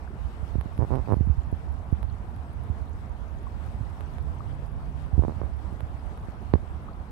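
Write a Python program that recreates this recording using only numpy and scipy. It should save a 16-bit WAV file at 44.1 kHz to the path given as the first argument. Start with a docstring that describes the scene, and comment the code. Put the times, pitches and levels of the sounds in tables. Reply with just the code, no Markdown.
"""A calm river rushes between stony banks, open on the left, muffled and rumbling on the right, where a
finger covers the microphone port of a hand-held camera. Bubbles plop among the stones. The finger
pumps the air trapped under it into low bumps, the case ticks, and skin creaks as it sticks and slips.
A far engine hums up through two gears. Near the end the finger knocks once, hard, on the port."""
import sys
import numpy as np
from scipy import signal
from scipy.fft import rfft, irfft, next_fast_len
from scipy.io import wavfile
from scipy.ndimage import uniform_filter1d, map_coordinates

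SR = 44100
rng = np.random.default_rng(int(sys.argv[2]) if len(sys.argv) > 2 else 0)


def to_wav(sig):
    """Store sig (one row per channel, or 1-D mono) as 16-bit WAV at the path in sys.argv[1].

    Samples outside -1..1 are clipped; the rate is SR.
    """
    pcm = np.clip(np.atleast_2d(sig), -1, 1) * 32767
    pcm = np.round(pcm).astype(np.int16)
    wavfile.write(sys.argv[1], SR, pcm.T)  # frames by channels


N = 313551
TIME = np.arange(N) / SR
PULSE_SAMPLES = 8192
PULSE_HZ = np.fft.rfftfreq(PULSE_SAMPLES, 1 / SR)


def amp(db):
    """Decibels to gain."""
    return 10 ** (np.asarray(db) / 20)


def unit_rms(x):
    """The signal scaled to rms 1."""
    return x / np.sqrt(np.mean(x ** 2) + 1e-20)


def eq_gain(curve, hz):
    """Gain of an EQ curve (f/Hz, level/dB), read on a log frequency axis."""
    f, db = np.transpose(curve)
    return amp(np.interp(np.log(hz + 1), np.log(f + 1), db))


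def ride_db(curve, at_s):
    """A fader ride (t/s, level/dB) at the given times, in dB about its mean."""
    t, db = np.transpose(curve)
    return np.interp(at_s, t, db) - np.interp(TIME, t, db).mean()


def wobble(per_s):
    """A smooth random curve with per_s knots a second."""
    return map_coordinates(rng.standard_normal(int(N * per_s / SR) + 4), [TIME * per_s])


def scatter(per_s, traits):
    """Random times in seconds, each with some random traits from 0 to 1."""
    rows = rng.random((int(per_s * N / SR), traits + 1))
    return [(when * N / SR, *shares) for when, *shares in rows]


def add(track, start_s, sound):
    """Mix a sound into the track."""
    part = track[max(0, round(start_s * SR)):][:len(sound)]
    part += sound[:len(part)]


def filtered(x, response):
    """The signal through a response given as a function of frequency."""
    size = next_fast_len(N + PULSE_SAMPLES)
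    return irfft(rfft(x, size) * response(np.fft.rfftfreq(size, 1 / SR)), size)[..., :N]


def pulse(gain):
    """A minimum-phase hit of peak 1, its spectrum shaped by the gain on PULSE_HZ."""
    cepstrum = irfft(np.log(np.maximum(gain, 1e-6)))
    cepstrum[1:PULSE_SAMPLES // 2] *= 2
    cepstrum[PULSE_SAMPLES // 2 + 1:] = 0
    hit = irfft(np.exp(rfft(cepstrum)))
    return hit / np.abs(hit).max()


def rush(curve, patchy_db):
    """A bed of coloured noise, rms 1, with random patches of gain across time and frequency."""
    spectra = signal.stft(rng.standard_normal(N), nperseg=512)[2]
    patches = uniform_filter1d(rng.standard_normal(spectra.shape), size=6, axis=0)
    patches = uniform_filter1d(patches, size=8, axis=1)
    noise = signal.istft(spectra * amp(patchy_db * unit_rms(patches)), nperseg=512)[1][:N]
    return unit_rms(filtered(noise, lambda hz: eq_gain(curve, hz) * hz ** 2 / (hz ** 2 + 20 ** 2)))


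# Tone of water and wind at the open port: f/Hz, relative level/dB
RIVER_EQ = [(25, -29), (55, 3.5), (85, -2.5), (170, -12.5), (330, -20.5), (700, -21.5), (1050, -23.5),
            (2100, -34), (4000, -43.5), (7200, -52), (8200, -48), (9800, -54.5), (13000, -59.5),
            (15500, -59)]
# Ride on the water's hiss: t/s, relative level/dB
FLOW_RIDE = [(0.0, -67), (1.01, -66.5), (1.18, -68.5), (1.94, -70.5), (2.87, -67), (3.1, -69),
             (3.99, -66.5), (6.58, -68), (6.76, -71), (7.1, -70.5)]


def river():
    """A steady bed of water and air; the hiss on top swells and flutters with the flow."""
    water = amp(-40) * rush(RIVER_EQ, patchy_db=1.5)
    hiss = filtered(water, lambda hz: hz ** 2 / (hz ** 2 + 1500 ** 2))
    hiss_db = 1.42 + 0.98 * ride_db(FLOW_RIDE, TIME) + 1.3 * wobble(per_s=14)
    return water - hiss + hiss * amp(hiss_db)


# What passes through the finger: f/Hz, gain/dB
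LEAK_EQ = [(60, -17), (200, 4), (330, -0.5), (520, -7), (720, 1.5), (1000, -11), (1400, -28), (2200, -35.5),
           (5000, -21), (10000, -29)]
# Tone of the dull rush under the finger: f/Hz, relative level/dB
MUFFLED_EQ = [(25, -4), (50, 4), (80, 3.5), (130, -28.5), (280, -21.5), (560, -34.5), (850, -22.5),
              (1400, -32), (2200, -46), (4000, -59), (6500, -77), (9000, -69.5), (10800, -57.5),
              (14000, -69)]


def covered_port(outside):
    """The outside leaks through the finger, muffled and slightly late, over a dull rush."""
    lag_s = 8 / SR
    leak = filtered(outside, lambda hz: eq_gain(LEAK_EQ, hz) * np.exp(-2j * np.pi * hz * lag_s))
    return leak + amp(-34) * rush(MUFFLED_EQ, patchy_db=2.0)


def air_pocket(hz, corner_hz):
    """Gain of the air trapped under the finger: a low resonance, its top rounded off by soft flesh."""
    ring_hz, width_hz = 68, 30
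    resonance = hz * width_hz / np.hypot(ring_hz ** 2 - hz ** 2, hz * width_hz)
    low_cut = hz ** 2 / np.hypot(hz ** 2, 35 ** 2)
    return resonance * low_cut / np.sqrt(1 + (hz / corner_hz) ** 5)


# Unrest of the grip, riding the rumble, nudges and crackle: t/s, relative level/dB
GRIP_RIDE = [(0.0, -46), (0.61, -40.5), (1.01, -33), (1.22, -31.5), (1.54, -43), (2.08, -36.5), (2.33, -41),
             (2.67, -36), (2.89, -40), (4.39, -35.5), (4.9, -37.5), (5.22, -35.5), (6.27, -45.5),
             (6.47, -40), (7.1, -52)]


def finger_rumble():
    """The trembling finger pumps the air pocket into a wavering rumble."""
    rumble = unit_rms(filtered(rng.standard_normal(N), lambda hz: air_pocket(hz, corner_hz=123)))
    return amp(-34.5 + ride_db(GRIP_RIDE, TIME) + 1.8 * wobble(per_s=12)) * rumble


def bubble(hz, rise=0.24):
    """A ringing bubble of peak 1 swells and dies as its pitch rises; big ones last fewer cycles."""
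    cycles = 13 * (hz / 1000) ** 0.22
    samples = cycles * SR / hz
    age = np.arange(int(samples)) / samples
    phase = 2 * np.pi * cycles * (age + rise * age ** 2 / 2)
    plop = np.sin(phase) * age ** 2 * np.exp(-10 * age)
    return plop / np.abs(plop).max()


# Clear plops among the stones: t/s, peak level/dB, starting f/Hz
PLOPS = [(.075, -40, 1440), (.102, -38.5, 354), (1.06, -45, 2340), (1.433, -52, 6630), (2.1, -50, 3860),
         (2.932, -53, 6250), (3.468, -31, 1005), (4.405, -30, 1120), (6.022, -44, 805),
         (6.885, -32.5, 1114)]


def drips():
    """Water laps the stones: a few clear plops in a spray of faint, high droplets."""
    out = np.zeros(N)
    spray = [(start, -59 + 6 * size ** 4 - 3 * pitch, 2500 * 2 ** (1.7 * pitch))
             for start, pitch, size in scatter(per_s=20, traits=2)]
    for start, db, hz in PLOPS + spray:
        add(out, start, amp(db) * bubble(hz))
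    return out


# Shifts of the finger on the port: t/s, peak level/dB, low-pass corner/Hz
FINGER_BUMPS = [(.429, -18, 150), (0.555, -12, 436), (0.582, -13.5, 167), (.658, -19, 315),
                (0.79, -11.5, 394), (0.824, -14.5, 130), (0.912, -13, 130), (1.123, -21, 130),
                (1.168, -13, 282), (1.208, -9, 280), (1.273, -11.5, 185), (1.297, -7.5, 113),
                (1.377, -12, 108), (1.469, -19.5, 110), (1.527, -14, 427), (1.926, -9.5, 285),
                (2.037, -15.5, 104), (2.699, -13.5, 169), (2.813, -20.5, 110), (3.809, -18.5, 176),
                (4.2, -21, 100), (5.131, -10.5, 110), (5.179, -9, 320), (5.1923, -8.5, 370),
                (5.283, -20, 342), (5.726, -22.5, 406), (5.829, -18.5, 105), (5.943, -24.5, 132),
                (6.285, -22, 420)]


def finger_bumps():
    """Each shift of the finger thumps the air pocket; smaller nudges fall at random."""
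    out = np.zeros(N)
    nudges = [(start, -28.5 + 7 * strength + ride_db(GRIP_RIDE, start), 130 * (0.5 + firmness))
              for start, strength, firmness in scatter(per_s=2, traits=2)]
    for start, db, corner_hz in FINGER_BUMPS + nudges:
        add(out, start, amp(db) * pulse(air_pocket(PULSE_HZ, corner_hz)))
    return out


# Thin ring of the port's air column: f/Hz, relative level/dB
PORT_EQ = [(500, -68), (8500, -32.5), (10200, -1), (11000, 2), (12800, -15), (16000, -29)]
# Midrange snap of the case: f/Hz, relative level/dB
SNAP_EQ = [(100, -30), (400, 10), (900, 9), (2000, -2.5), (4000, -13), (6500, -38), (16000, -59)]
# Ticks of the case: t/s, ring level/dB, snap level/dB
CASE_TICKS = [(0.6115, -42, -23.5), (.7783, -43.8, -29.5), (.956, -45, -26), (1.1259, -44, -41),
              (1.5167, -46.5, -48), (2.0297, -43.5, -26), (2.364, -49.5, -35.5), (2.532, -52, -47),
              (2.6366, -49, -41), (4.0083, -45.6, -26), (4.184, -53, -28.5), (5.8065, -45, -25.5),
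              (6.176, -48, -34)]


def case_ticks():
    """The case ticks and finely crackles under the grip, ringing the narrow port."""
    out = np.zeros(N)
    ring = pulse(eq_gain(PORT_EQ, PULSE_HZ))
    snap = pulse(eq_gain(SNAP_EQ, PULSE_HZ))
    for start, ring_db, snap_db in CASE_TICKS:
        add(out, start, amp(ring_db) * ring + amp(snap_db) * snap)
    for start, size in scatter(per_s=45, traits=1):
        crackle_db = -66 + 0.43 * ride_db(GRIP_RIDE, start) + 15 * size ** 4
        add(out, start, amp(crackle_db) * ring)
    return out


# Tone of one slip of skin: f/Hz, relative level/dB
SKIN_EQ = [(20, -47.5), (90, 16.5), (170, 5.5), (430, 2.5), (700, -4.5), (1000, -5.5), (1300, -18),
           (2000, -30.5), (3500, -50.5), (8000, -65)]
# Creak strokes: t/s, length/s, slip rate/Hz, relative level/dB, crest position/0-1
CREAK_STROKES = [(0.7966, 0.052, 117, -19.5, 0.47), (0.9063, .096, 127, -19.5, 0.32),
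                 (1.0747, .07, 106, -15.5, 0.72), (5.2231, .04, 74, -17.5, 0.54),
                 (5.2814, 0.045, 75, -20.5, .02), (5.416, 0.025, 55, -20.5, 0.16)]


def skin_creaks():
    """Skin sticks and slips on the case in short runs; each slip also jolts the air pocket."""
    fade_db, jitter_s = 14.5, 0.0007  # the fade is per stroke length away from the crest
    out = np.zeros(N)
    jolt = amp(-12) * pulse(air_pocket(PULSE_HZ, corner_hz=330))
    for start, length, rate, crest_db, crest_at in CREAK_STROKES:
        slip_times = np.arange(0, length, 1 / rate)
        for t, (late, colour, stray_db) in zip(slip_times, rng.standard_normal((16, 3))):
            db = crest_db - fade_db * abs(t / length - crest_at) + stray_db
            slip = amp(7) * pulse(eq_gain(SKIN_EQ, PULSE_HZ / np.exp(0.05 * colour)))
            add(out, start + t + jitter_s * late, -amp(db) * (slip + jolt))
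    return out


# One pull of the engine per gear: t/s, length/s, starting firing rate/Hz, level/dB
GEAR_PULLS = [(1.3, 1.8, 138, -52), (3.7, 2.1, 131.5, -42)]


def far_engine():
    """Only the distant motor's firing note carries, climbing and swelling in each gear."""
    climb_hz, settle_s = 19.5, 1.05
    attack_s, release_s = 0.46, 1.0
    out = np.zeros(N)
    for start, length, start_hz, db in GEAR_PULLS:
        t = np.maximum(TIME - start, 0)
        firing_hz = start_hz + climb_hz * (1 - np.exp(-t / settle_s))
        firing_hz *= 1 + 0.006 * wobble(per_s=21.75)
        note = np.sin(2 * np.pi * np.cumsum(firing_hz) / SR)
        swell = np.clip(np.minimum(t / attack_s, (length - t) / release_s), 0, 1)
        out += swell * amp(db + 1.4 * wobble(per_s=9)) * note
    return out


# Tone of skin slapping the port: f/Hz, relative level/dB
SLAP_EQ = [(30, -18), (150, 1), (400, 2), (700, -10.5), (1100, -11), (1350, -25.5), (1750, -21.5),
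           (3100, -39), (4500, -33.5), (5400, -56), (9000, -71)]
# The finger hits, flattens and lifts: t/s, thud level/dB, slap level/dB, slap low-pass corner/Hz
KNOCK_HITS = [(6.5377, -6, -3, 9000), (6.5508, -14.5, -19, 500), (6.5555, -36, -14.5, 2400)]


def finger_knock():
    """The finger strikes the port: a thud of trapped air layered with a slap of skin."""
    out = np.zeros(N)
    thud = -pulse(air_pocket(PULSE_HZ, corner_hz=424))
    for start, thud_db, slap_db, corner_hz in KNOCK_HITS:
        slap = pulse(eq_gain(SLAP_EQ, PULSE_HZ) / (1 + (PULSE_HZ / corner_hz) ** 2))
        add(out, start, amp(thud_db) * thud + amp(slap_db) * slap)
    return out


def scene():
    """The outside is clear on the left and muffled on the right; handling sits almost hard right."""
    outside = river() + drips() + far_engine()
    handling = finger_rumble() + finger_bumps() + skin_creaks() + case_ticks() + finger_knock()
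    left = outside + amp(-36) * handling
    right = covered_port(outside) + handling
    return np.array([left, right])


def record(dry):
    """A brick-wall high cut at the camera's band limit."""
    return filtered(dry, lambda hz: hz < 15850)


dry = scene()
out = record(dry)
to_wav(out)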